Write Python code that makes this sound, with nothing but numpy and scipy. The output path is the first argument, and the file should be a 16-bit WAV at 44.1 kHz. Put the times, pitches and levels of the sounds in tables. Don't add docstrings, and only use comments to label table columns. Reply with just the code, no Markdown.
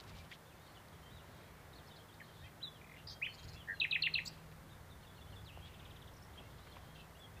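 import sys
import numpy as np
from scipy import signal
from scipy.fft import rfft, irfft, next_fast_len
from scipy.io import wavfile
from scipy.ndimage import uniform_filter1d, map_coordinates

SR = 44100
rng = np.random.default_rng(int(sys.argv[2]) if len(sys.argv) > 2 else 0)


def attenuation_scalar(level_db):
    decades = np.asarray(level_db, float) / 20
    return 10 ** decades


def bounce(signal):
    frames = np.transpose(np.atleast_2d(signal))
    limited = np.clip(frames, -1, 1)
    pcm = np.round(limited * 32767).astype(np.int16)
    wavfile.write(sys.argv[1], SR, pcm)


N = 326340

# (time [s], pitch [Hz], level [dB])
OPENING = [(2.603, 2627, -70), (2.617, 3100, -61), (2.626, 3650, -58), (2.63, 3900, -44),
           (2.637, 4024, -42), (2.652, 3790, -44), (2.662, 3574, -60), (2.68, 3460, -53), (2.7, 3420, -66)]
OPENING_TAIL = [(2.7, 3420, -70), (2.74, 3440, -66), (2.765, 3150, -66), (2.79, 2713, -74)]
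CLIMB = [(3.215, 1780, -50), (3.222, 2190, -42.5), (3.2285, 2480, -35), (3.238, 2700, -43),
         (3.25, 2980, -43.5), (3.259, 3500, -52), (3.263, 3186, -63)]
TUMBLE = [(3.258, 2780, -62), (3.265, 2480, -37), (3.268, 2100, -44), (3.272, 1700, -45)]
SETTLE = [(3.27, 2770, -54), (3.28, 3120, -52), (3.291, 3080, -54), (3.313, 2950, -59)]
FLICK_HIGH = [(4.256, 3730, -55), (4.263, 4650, -44), (4.2675, 5750, -57), (4.271, 6700, -51.5),
              (4.276, 7751, -52.5), (4.282, 7900, -55), (4.29, 7640, -69)]
FLICK_LOW = [(4.267, 3560, -49), (4.273, 4200, -51.5), (4.279, 4840, -42), (4.286, 6000, -51)]
SLIDE = [(5.443, 5300, -72), (5.458, 4350, -66), (5.48, 3420, -58), (5.5, 2660, -60.5), (5.51, 2520, -62)]
PURR_END = [(3.728, 1640, -60), (3.736, 1620, -49), (3.741, 1610, -50), (3.749, 1600, -62)]
# (time after start [s], pitch [Hz], level [dB])
SWEEP_HOOK = [(0, 4600, -15), (.002, 3990, -6.5), (.0062, 3850, -1.5), (.009, 3480, -10.5),
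              (.014, 2900, -11.5), (.018, 2600, -3), (.022, 2560, -3), (.027, 2700, -12), (.036, 2750, -19)]
SWEEP_DROP = [(0, 3750, -15), (.004, 3250, -10), (.008, 2930, -8.5), (.012, 2530, 0.5), (.016, 2250, -7.5),
              (.019, 1950, -1.5), (.022, 1740, -14)]
DROP_AFTER_S, LIFT_FADE_S = .034, 0.01124
# (time [s], level [dB], hook start lift [Hz], drop re hook [dB], drop start lift [Hz])
SWEEPS = [
    (3.799, -29, 10, -2.5, 8),
    (3.910, -29.5, 15, -1, -30),
    (4.021, -28.5, 340, -1.5, 300),
    (4.138, -29.5, 300, -4, -60),
]
HOOK_REST_HZ = [10, -55, 100, 45]
# (time [s], length [s], shake rate [1/s], centre [Hz], swing [Hz], level [dB])
PURR = (3.6725, .07, 96, 1712, 175, -39.2)
# (time [s], length [s], pulse rate [1/s], centre [Hz], level [dB])
BUZZ = [
    (3.069, 0.078, 82, 4850, -44.5),
    (3.1, .05, 94, 6250, -60),
    (3.078, 0.068, 66, 3950, -54),
    (3.078, 0.076, 83, 5340, -59),
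]
RASP = [(3.335, 0.026, 183, 4630, -56), (3.379, .03, 180, 4350, -56), (3.425, 0.031, 186, 4600, -55.5),
        (3.478, 0.026, 177, 4510, -54.5), (3.528, 0.032, 179, 4660, -56.5)]
TRILL = [(5.735, 0.393, 17.9, 3380, -60)]
# (time [s], tick level [dB], tock level [dB])
RATTLE = [(2.813, -54.5, -63), (2.842, -55, -60), (2.866, -63, -58), (2.890, -59, -56), (2.913, -57, -52),
          (2.938, -57, -53), (2.963, -56, -55)]
TICK_HZ, TOCK_HZ, TOCK_AFTER_S = 2390, 2050, .0052
# (delay [s], level [dB])
BRANCH_ECHOES = [(.0019, -11), (.0043, -1), (.0071, -8), (0.011, -4.5)]

# (time [s], length [s], pitch [Hz], level [dB])
HELD = [(1.02, .04, 3110, -71), (1.055, .035, 3150, -66), (1.872, .014, 5200, -68), (1.96, .02, 4950, -72),
        (1.958, .02, 3900, -69), (2.098, .01, 3150, -65), (2.125, .01, 3650, -69), (2.32, .012, 3170, -68),
        (2.39, .05, 3700, -73), (2.46, .02, 2400, -68), (.645, .03, 3700, -76), (.75, .012, 3450, -65),
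        (.773, .01, 2950, -65), (1.27, .11, 4280, -82), (6.955, .015, 2750, -70), (6.455, .035, 2150, -73),
        (6.665, .025, 2000, -69), (1.862, .01, 4300, -69), (1.912, .015, 3700, -65), (1.92, .04, 3450, -72),
        (1.96, .02, 4300, -67), (2.005, .02, 3280, -69), (2.198, .03, 3100, -71), (2.44, .03, 3200, -63),
        (2.869, .03, 3410, -72), (3.1, .08, 3230, -71), (3.287, .05, 4360, -68), (3.369, .07, 3200, -65),
        (3.562, .04, 3370, -62), (3.745, .02, 3350, -68), (3.765, .011, 2790, -65), (6.41, .075, 2700, -73),
        (6.67, .06, 3150, -74), (6.935, .025, 4200, -77), (6.9, .06, 1980, -75), (6.95, .015, 3150, -67),
        (6.986, .035, 2680, -66), (7.02, .04, 2620, -73), (7.353, .045, 3550, -76),
        (7.368, .016, 2600, -68), (7.265, .025, 2050, -72), (.247, .008, 3000, -68), (.133, .02, 2350, -70),
        (.18, .04, 2400, -70), (4.925, .015, 3550, -70)]
# (time [s], length [s], from [Hz], to [Hz],
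# level [dB])
GLIDES = [(1.31, .09, 3400, 3280, -78), (1.33, .07, 3850, 3680, -79), (1.729, .014, 4300, 3400, -66),
          (1.781, .016, 4300, 2950, -66), (1.797, .008, 3500, 2900, -73), (1.915, .012, 3800, 2900, -70),
          (6.765, .01, 3000, 2300, -70), (.67, .03, 3400, 2670, -71), (.757, .018, 3500, 2950, -66),
          (2.24, .012, 3900, 3600, -70), (.51, .022, 3000, 2350, -72), (1.88, .022, 5000, 3150, -67),
          (1.9, .022, 3100, 3050, -70), (1.96, .02, 4900, 3700, -72), (2.965, .05, 2880, 2700, -68),
          (3.491, .035, 4500, 4110, -65), (3.598, .035, 3270, 2830, -63), (3.733, .052, 4300, 4000, -68),
          (6.175, .005, 5800, 5300, -73), (6.522, .018, 3550, 3120, -72), (6.592, .01, 3680, 3350, -69),
          (6.714, .022, 4450, 3800, -70), (6.72, .028, 3700, 3100, -66.5), (6.795, .02, 3550, 3250, -73),
          (6.955, .012, 4300, 2500, -71), (7.007, .012, 4300, 2400, -68), (6.345, .012, 4300, 3700, -76),
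          (7.196, .068, 3500, 3200, -64),
          (1.41, .08, 3200, 3380, -77), (1.42, .07, 3800, 4000, -82), (7.0, .012, 3900, 4300, -72),
         (.925, .018, 3100, 3500, -72), (.95, .015, 3000, 3350, -72), (.562, .045, 3450, 3500, -76),
         (.605, .028, 3600, 3800, -74), (.674, .008, 4200, 4600, -71), (2.433, .045, 2400, 2800, -70),
         (2.225, .045, 4100, 4400, -73), (6.332, .014, 3200, 4200, -73), (6.503, .01, 3200, 3700, -72),
         (1.765, .016, 4150, 4550, -69), (2.14, .008, 3800, 5300, -69), (2.416, .07, 1740, 2150, -67),
         (3.543, .045, 2580, 2820, -65), (5.27, .03, 2950, 3250, -71), (5.516, .09, 2660, 2970, -75),
         (5.614, .055, 3130, 3440, -63), (5.65, .02, 3680, 3990, -68), (6.137, .007, 4900, 6100, -69),
         (6.166, .008, 5400, 6000, -66), (6.179, .007, 4800, 5400, -70), (6.222, .009, 5150, 5500, -66),
         (6.231, .007, 5550, 6050, -71), (6.246, .007, 5100, 5800, -70), (6.608, .03, 3750, 4100, -72),
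         (6.65, .06, 4300, 4200, -79), (6.82, .16, 3080, 3400, -77), (7.15, .02, 2750, 2950, -65),
         (7.169, .012, 3150, 3450, -69), (7.18, .012, 7100, 7800, -76), (7.191, .013, 7800, 8050, -72)]
FAR_HOOKS = [(1.752, .016, 4600, 4200, -66), (1.98, .025, 3800, 3080, -66), (2.085, .014, 3550, 3300, -67),
             (2.2, .022, 2600, 1770, -55.5), (2.278, .055, 3330, 3130, -71), (2.358, .04, 3680, 3400, -71),
             (6.375, .022, 2950, 3300, -61), (6.393, .016, 3400, 2650, -66), (6.665, .015, 3390, 2730, -70),
             (6.991, .025, 2760, 3100, -67)]
HOOK_POWER = 3.5
# (time [s], length [s], foot [Hz], top [Hz], level [dB])
ARCHES = [(.455, .058, 3200, 3650, -72), (1.092, .12, 3070, 3930, -67)]
ARCH_TOP_AT, ARCH_UNDER_HZ = .42, 600
# (time after start [s], length [s], from [Hz], to [Hz], level [dB])
FIGURE = [
    (0, .018, 2950, 4300, -8),
    (.015, .04, 4300, 4250, -9),
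    (.086, .026, 3450, 3470, -6),
]
FIGURE_HOOK = [
    (.066, .022, 3950, 3400, 1.5),
    (.027, .03, 4000, 2770, -1),
]
PEAK_UP = [(0.00096, 0.0248, 3100, 4050, -4.5)]
PEAK_DOWN = [(0.02, 0.028, 4020, 3620, 0)]
# (time [s], level [dB])
FIGURES = [(5, -67), (5.143, -65), (5.292, -63.5)]
PEAKED = [(4.688, -68.5), (4.885, -67.5)]

# (time [s], length [s],
# centre [Hz], width [Hz], level [dB])
RUSTLE = [(0, 0.0045, 3900, 1500, -51), (.006, 0.0056, 4100, 1800, -54.5), (.248, .005, 4000, 2500, -68),
          (.036, 0.007, 4500, 3500, -63), (.065, 0.053, 3480, 3500, -63), (0.142, 0.086, 3340, 3000, -63),
          (.184, .006, 3400, 3000, -59), (.29, .075, 4530, 3000, -68), (.298, 0.066, 3270, 1300, -59),
          (.308, 0.028, 2100, 800, -51.5), (.882, 0.0057, 4300, 1500, -64), (4.251, 0.02, 7160, 1300, -54),
          (4.514, 0.0055, 1900, 2500, -59.5), (4.522, .007, 1700, 2000, -57), (6.375, 0.05, 148, 300, -58),
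          (6.4, 0.015, 700, 600, -58), (6.665, 0.019, 1500, 1500, -60), (6.765, 0.008, 856, 900, -51.5),
          (6.75, 0.044, 2000, 1800, -63), (2.203, 0.0067, 2150, 600, -58)]
# (time [s], peak level [dB], frequency [Hz])
TICKS = [(5.5751, -39.5, 720), (6.754, -46.5, 600), (6.77, -48, 750), (6.836, -51, 1000)]
TICK_HALF_WIDTH_S = .0008

# (time [s], level [dB])
ENGINE = [(0.0, -67), (0.12, -54), (0.47, -61), (5.98, -56), (7.4, -61)]
# (multiple of firing rate [1], level [dB])
ORDERS = [(1, -10), (2, -24), (3, -3), (4, -5), (5, -1.5), (6, -8), (7, -3), (8, 0.5), (9, -8), (10, -11.5),
          (11, -29)]
FIRING_HZ = 19.94
# (time [s], level [dB])
HUSH = [(0.0, -59), (0.14, -61.5), (0.31, -62.5), (1.13, -62), (2.97, -63), (6.74, -62.5), (7.28, -62.5),
        (7.4, -61)]
GUSTS = [(0.0, -62), (0.16, -54.5), (0.31, -70), (0.64, -64), (0.7, -71), (1.17, -58.5), (1.26, -62),
         (2.31, -68.5), (2.45, -56), (2.49, -70), (3.03, -70), (3.05, -55), (3.36, -67), (3.44, -52.5),
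         (3.92, -59.5), (6.51, -59), (7.32, -63), (7.4, -56)]
# (frequency [Hz], density [dB])
TRAFFIC = [(53, -21), (90, -9), (129, -4.5), (323, -9), (470, -9), (1030, -11), (1990, -15.5),
           (2540, -22.5), (3440, -22.5), (4910, -30), (8000, -41.5), (10400, -43), (17600, -120)]
WIND = [(18, -28), (38, -7), (60, -1.5), (90, 2), (170, -9.5), (260, -49)]
# (time [s], length [s], centre [Hz], width [Hz], level [dB])
MURMUR = [(0, .3, 2350, 600, -71), (1.25, .5, 2300, 600, -73), (5.5, .55, 2600, 1000, -68),
          (5.51, .11, 2800, 450, -65), (6.3, .75, 3500, 1800, -73), (3.3, .4, 2500, 1500, -68),
          (2.2, .32, 3800, 1500, -72), (4.2, .25, 3000, 1500, -70), (.6, .2, 4300, 700, -75),
          (1.25, .27, 3800, 1200, -75), (1.0, .2, 80, 60, -60), (5.645, .05, 3300, 1400, -63),
          (6.94, .09, 3200, 1600, -66), (6.355, .06, 3000, 900, -66), (.05, .24, 3300, 2500, -69),
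          (2.94, .12, 3000, 800, -68)]
# (time [s], length [s], from [Hz], to [Hz])
MASKED = [(2.635, .05, 4450, 5200), (2.665, .04, 4050, 4650), (3.795, .045, 5250, 5600),
          (3.83, .04, 4300, 4550), (3.908, .052, 4700, 5700), (3.92, .02, 5700, 6700),
          (3.94, .06, 4350, 4600), (4.032, .042, 5200, 6800), (4.04, .015, 6800, 7400),
          (4.045, .065, 4650, 5150), (4.15, .018, 5300, 6800), (4.16, .03, 4800, 5150),
          (4.27, .035, 8200, 8600)]


def unit(x):
    return x / np.sqrt(np.mean(x ** 2) + 1e-20)


def curves(rows):
    s, *cols = np.transpose(rows)
    return [np.interp(np.arange(N) / SR, s, c) for c in cols]


def wobble(rate_hz, size=N):
    knots = rng.standard_normal(int(size * rate_hz / SR) + 4)
    return map_coordinates(knots, [np.arange(size) * rate_hz / SR])


def noise(spectrum):
    f, db = np.transpose(spectrum)
    m = next_fast_len(N)
    hz = np.fft.rfftfreq(m, 1 / SR)
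    gain = attenuation_scalar(np.interp(np.log(hz + 1), np.log(f), db, left=-120, right=-120))
    return unit(irfft(rfft(rng.standard_normal(m)) * gain, m)[:N])


def add(track, s, x):
    part = track[max(round(s * SR), 0):][:len(x)]
    part += x[:len(part)]


def tone(hz):
    return np.sqrt(2) * np.sin(2 * np.pi * np.cumsum(hz) / SR)


def arch(length_s, power):
    u = np.linspace(0, 1, max(round(length_s * SR), 8))
    return u, np.abs(np.sin(np.pi * u)) ** power


def bandpass(x, low_hz, high_hz):
    sos = signal.butter(3, [low_hz, high_hz], "bandpass", fs=SR, output="sos")
    return signal.sosfiltfilt(sos, x)


def running_rms(x, size):
    return np.sqrt(np.abs(uniform_filter1d(x ** 2, size)))


def song(edge_s=0.0017, overtone_db=-45):
    out = np.zeros(N)
    singles = [OPENING, OPENING_TAIL, CLIMB, TUMBLE, SETTLE, FLICK_HIGH, FLICK_LOW, SLIDE, PURR_END]
    for note in sweeps() + singles:
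        s, hz, db = np.transpose(sorted(note))
        t = np.arange(s[0], s[-1], 1 / SR)
        pitch = uniform_filter1d(np.interp(t, s, hz), size=90, mode="nearest")
        level = uniform_filter1d(attenuation_scalar(np.interp(t, s, db)), size=60, mode="nearest")
        fade = np.clip(np.minimum(t - s[0], s[-1] - t) / edge_s, 0, 1)
        breath = attenuation_scalar(1.3 * wobble(300, size=len(t)))
        whistle = tone(pitch) + attenuation_scalar(overtone_db) * tone(2 * pitch)
        add(out, s[0], level * fade * breath * whistle)
    return out


def sweeps():
    def lifted(shape, start_s, db, lift_hz, rest_hz):
        points = []
        for t, hz, level in shape:
            early = np.exp(-(t / LIFT_FADE_S) ** 2)
            points.append((start_s + t, hz + lift_hz * early + rest_hz * (1 - early), db + level))
        return points

    notes = []
    for (s, db, hook_hz, under_db, drop_hz), rest_hz in zip(SWEEPS, HOOK_REST_HZ):
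        notes.append(lifted(SWEEP_HOOK, s, db, hook_hz, rest_hz))
        notes.append(lifted(SWEEP_DROP, s + DROP_AFTER_S, db + under_db, drop_hz, 0))
    return notes


def purr(dip=.72, power=.95, lean_rad=.12):
    s, length, rate, hz, swing_hz, db = PURR
    u, swell = arch(length, power)
    turn = 2 * np.pi * u * length * rate
    out = np.zeros(N)
    effort = attenuation_scalar(db - 3 + 1.1 * wobble(200, size=len(u))) * swell
    level = effort * (1 - dip * np.cos(turn - lean_rad))
    add(out, s, level * tone(hz - swing_hz * (.55 + .45 * swell) * np.cos(turn)))
    return out


def pulsed(rows, sweep_hz, duty, scatter_db, power, jitter_hz=0, fade_db=0):
    out = np.zeros(N)
    for s, length, rate, hz, db in rows:
        u, swell = arch(length, power)
        turns = u * length * rate
        inside = np.clip(turns % 1 / duty, 0, 1)
        size = attenuation_scalar(scatter_db * rng.standard_normal(40))[turns.astype(int)]
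        pitch = hz + sweep_hz * (inside - .5) + jitter_hz * wobble(1303, size=len(u))
        add(out, s, attenuation_scalar(db + fade_db * u) * swell * size * np.sin(np.pi * inside) * tone(pitch))
    return out


def buzzes():
    upper = [(s, length, rate, 1.5 * hz, db - 10.5) for s, length, rate, hz, db in RASP]
    rattle = []
    for s, tick_db, tock_db in RATTLE:
        rattle.append((s, .025, 40, TICK_HZ, tick_db))
        rattle.append((s + TOCK_AFTER_S, .025, 40, TOCK_HZ, tock_db))
    return (pulsed(BUZZ, sweep_hz=500, duty=.99, scatter_db=1.5, power=0.5, jitter_hz=260, fade_db=-8.0)
            + pulsed(RASP, sweep_hz=-900, duty=0.67, scatter_db=1, power=0.43, jitter_hz=510)
            + pulsed(upper, sweep_hz=-600, duty=0.61, scatter_db=3, power=.4, jitter_hz=300)
            + pulsed(rattle, sweep_hz=-400, duty=.22, scatter_db=0, power=.05, jitter_hz=60)
            + pulsed(TRILL, sweep_hz=-1500, duty=0.36, scatter_db=0.0, power=0.13))


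def thicket(x, early_db, tail_db, t60_s, far_db, count=4, turn_s=.012):
    echoes = np.zeros(SR // 20)
    echoes[0] = 1
    for delay, db in BRANCH_ECHOES:
        echoes[round(delay * SR)] += attenuation_scalar(db + early_db)
    knots = np.arange(0, N / SR + 1, turn_s)
    pick = rng.integers(count, size=len(knots))
    tails = np.zeros(N)
    for k in range(count):
        share = np.sqrt(np.interp(np.arange(N) / SR, knots, pick == k))
        tails += signal.fftconvolve(x * share, tail(t60_s, far_db))[:N]
    return signal.fftconvolve(x, echoes)[:N] + attenuation_scalar(tail_db) * tails


def tail(t60_s, far_db):
    t = np.arange(SR // 2) / SR
    low, high, far = rng.standard_normal((3, len(t))) * attenuation_scalar(4 * wobble(700, size=len(t)))
    low = signal.sosfilt(signal.butter(2, [2100, 4200], "bandpass", fs=SR, output="sos"), low)
    mix = low * attenuation_scalar(-60 * t / t60_s)
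    mix += .6 * high * attenuation_scalar(-60 * t / (.45 * t60_s))
    mix += attenuation_scalar(far_db - 60 * t / .9) * far
    mix = mix * np.clip(t / .008, 0, 1)
    return mix / np.linalg.norm(mix)


def neighbours(flutter_db=2.4):
    out = np.zeros(N)
    for s, length, start_hz, end_hz, db, rule in far_notes():
        u, swell = arch(length, .25)
        pitch = rule(u, start_hz, end_hz)
        level = attenuation_scalar(db + .7 + flutter_db * wobble(230, size=len(u))) * swell
        add(out, s, level * tone(pitch + 28 * wobble(250, size=len(u))))
    return out


def even(u, a_hz, b_hz):
    return a_hz + (b_hz - a_hz) * u


def hook(u, a_hz, b_hz):
    return b_hz + (a_hz - b_hz) * (1 - u) ** HOOK_POWER


def bow(u, foot_hz, top_hz):
    rise = (top_hz - foot_hz) * (1 - u / ARCH_TOP_AT) ** 2
    past_top = np.abs((u - ARCH_TOP_AT) / (1 - ARCH_TOP_AT))
    fall = (top_hz - foot_hz + ARCH_UNDER_HZ) * past_top ** 2.4
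    return top_hz - np.where(u < ARCH_TOP_AT, rise, fall)


def repeated(figure, calls):
    return [(s + t, length, a, b, db + level) for s, db in calls for t, length, a, b, level in figure]


def far_notes():
    held = [(s, length, hz, hz, db) for s, length, hz, db in HELD]
    glides = held + GLIDES + repeated(FIGURE, FIGURES) + repeated(PEAK_UP, PEAKED)
    hooks = FAR_HOOKS + repeated(FIGURE_HOOK, FIGURES) + repeated(PEAK_DOWN, PEAKED)
    return [(*row, rule) for rows, rule in ((glides, even), (hooks, hook), (ARCHES, bow)) for row in rows]


def puffs(rows, lumps_db, lump_rate_hz):
    out = np.zeros(N)
    for s, length, hz, width_hz, db in rows:
        u, swell = arch(length, .8)
        b, a = signal.iirpeak(hz, hz / width_hz, SR)
        grains = rng.standard_normal(len(u)) * attenuation_scalar(lumps_db * wobble(lump_rate_hz, size=len(u)))
        burst = signal.lfilter(b, a, signal.lfilter(b, a, grains))
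        add(out, s, attenuation_scalar(db) * swell * unit(burst))
    return out


def twigs():
    out = puffs(RUSTLE, lumps_db=3, lump_rate_hz=500)
    t = np.arange(-200, 200) / SR
    for s, db, hz in TICKS:
        swing = np.exp(-(t / TICK_HALF_WIDTH_S) ** 2) * np.cos(2 * np.pi * hz * t)
        add(out, s + t[0], -attenuation_scalar(db) * swing)
    return out


def engine():
    level_db, = curves(ENGINE)
    firing = FIRING_HZ * (1 + 0.0022 * wobble(2.97))
    orders = np.zeros(N)
    for k, db in ORDERS:
        orders += attenuation_scalar(db + 2.9 * wobble(1.88)) * np.roll(tone(k * firing), rng.integers(-90, 90))
    return attenuation_scalar(level_db - 3) * unit(orders)


def distance():
    (traffic_db,), (wind_db,) = curves(HUSH), curves(GUSTS)
    traffic = attenuation_scalar(traffic_db + 2.5 + .35 * wobble(4.89)) * noise(TRAFFIC)
    wind = attenuation_scalar(wind_db - 1 + 1.5 * wobble(5.7)) * noise(WIND)
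    return engine() + traffic + wind + puffs(MURMUR, lumps_db=2, lump_rate_hz=60)


def scene():
    singer = song() + buzzes() + attenuation_scalar(-6) * purr()
    near = thicket(singer, early_db=-11, tail_db=-14.5, t60_s=.22, far_db=-21)
    far = thicket(neighbours(), early_db=-13, tail_db=-12, t60_s=.22, far_db=-22)
    direct_purr = attenuation_scalar(-6) * purr()
    return (near + direct_purr + far + twigs() + distance())[None]


def unmasked(x, depth=.97):
    out = x.copy()
    for s, length, low_hz, high_hz in MASKED:
        u, swell = arch(length, .25)
        near = x[0, round(s * SR) - 2000:][:len(u) + 4000]
        add(out[0], s, -depth * swell * bandpass(near, low_hz, high_hz)[2000:-2000])
    return out


def top_cut(x):
    return signal.sosfilt(signal.butter(12, 15510, fs=SR, output="sos"), x)


def record(dry):
    x = dry + attenuation_scalar(-71) * noise([(2000, -22), (4000, 1.5), (8000, 1.0), (15600, 1)])
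    x = unmasked(x)
    top = noise([(11500, -8), (13000, -3), (14500, 2), (15400, 1)])
    x = x + attenuation_scalar(-10.5) * running_rms(bandpass(dry, 6000, 8200), size=200) * top
    x = signal.sosfiltfilt(signal.ellip(8, .1, 60, 15330, fs=SR, output="sos"), x)
    return top_cut(x)


dry = scene()
out = record(dry)
bounce(out)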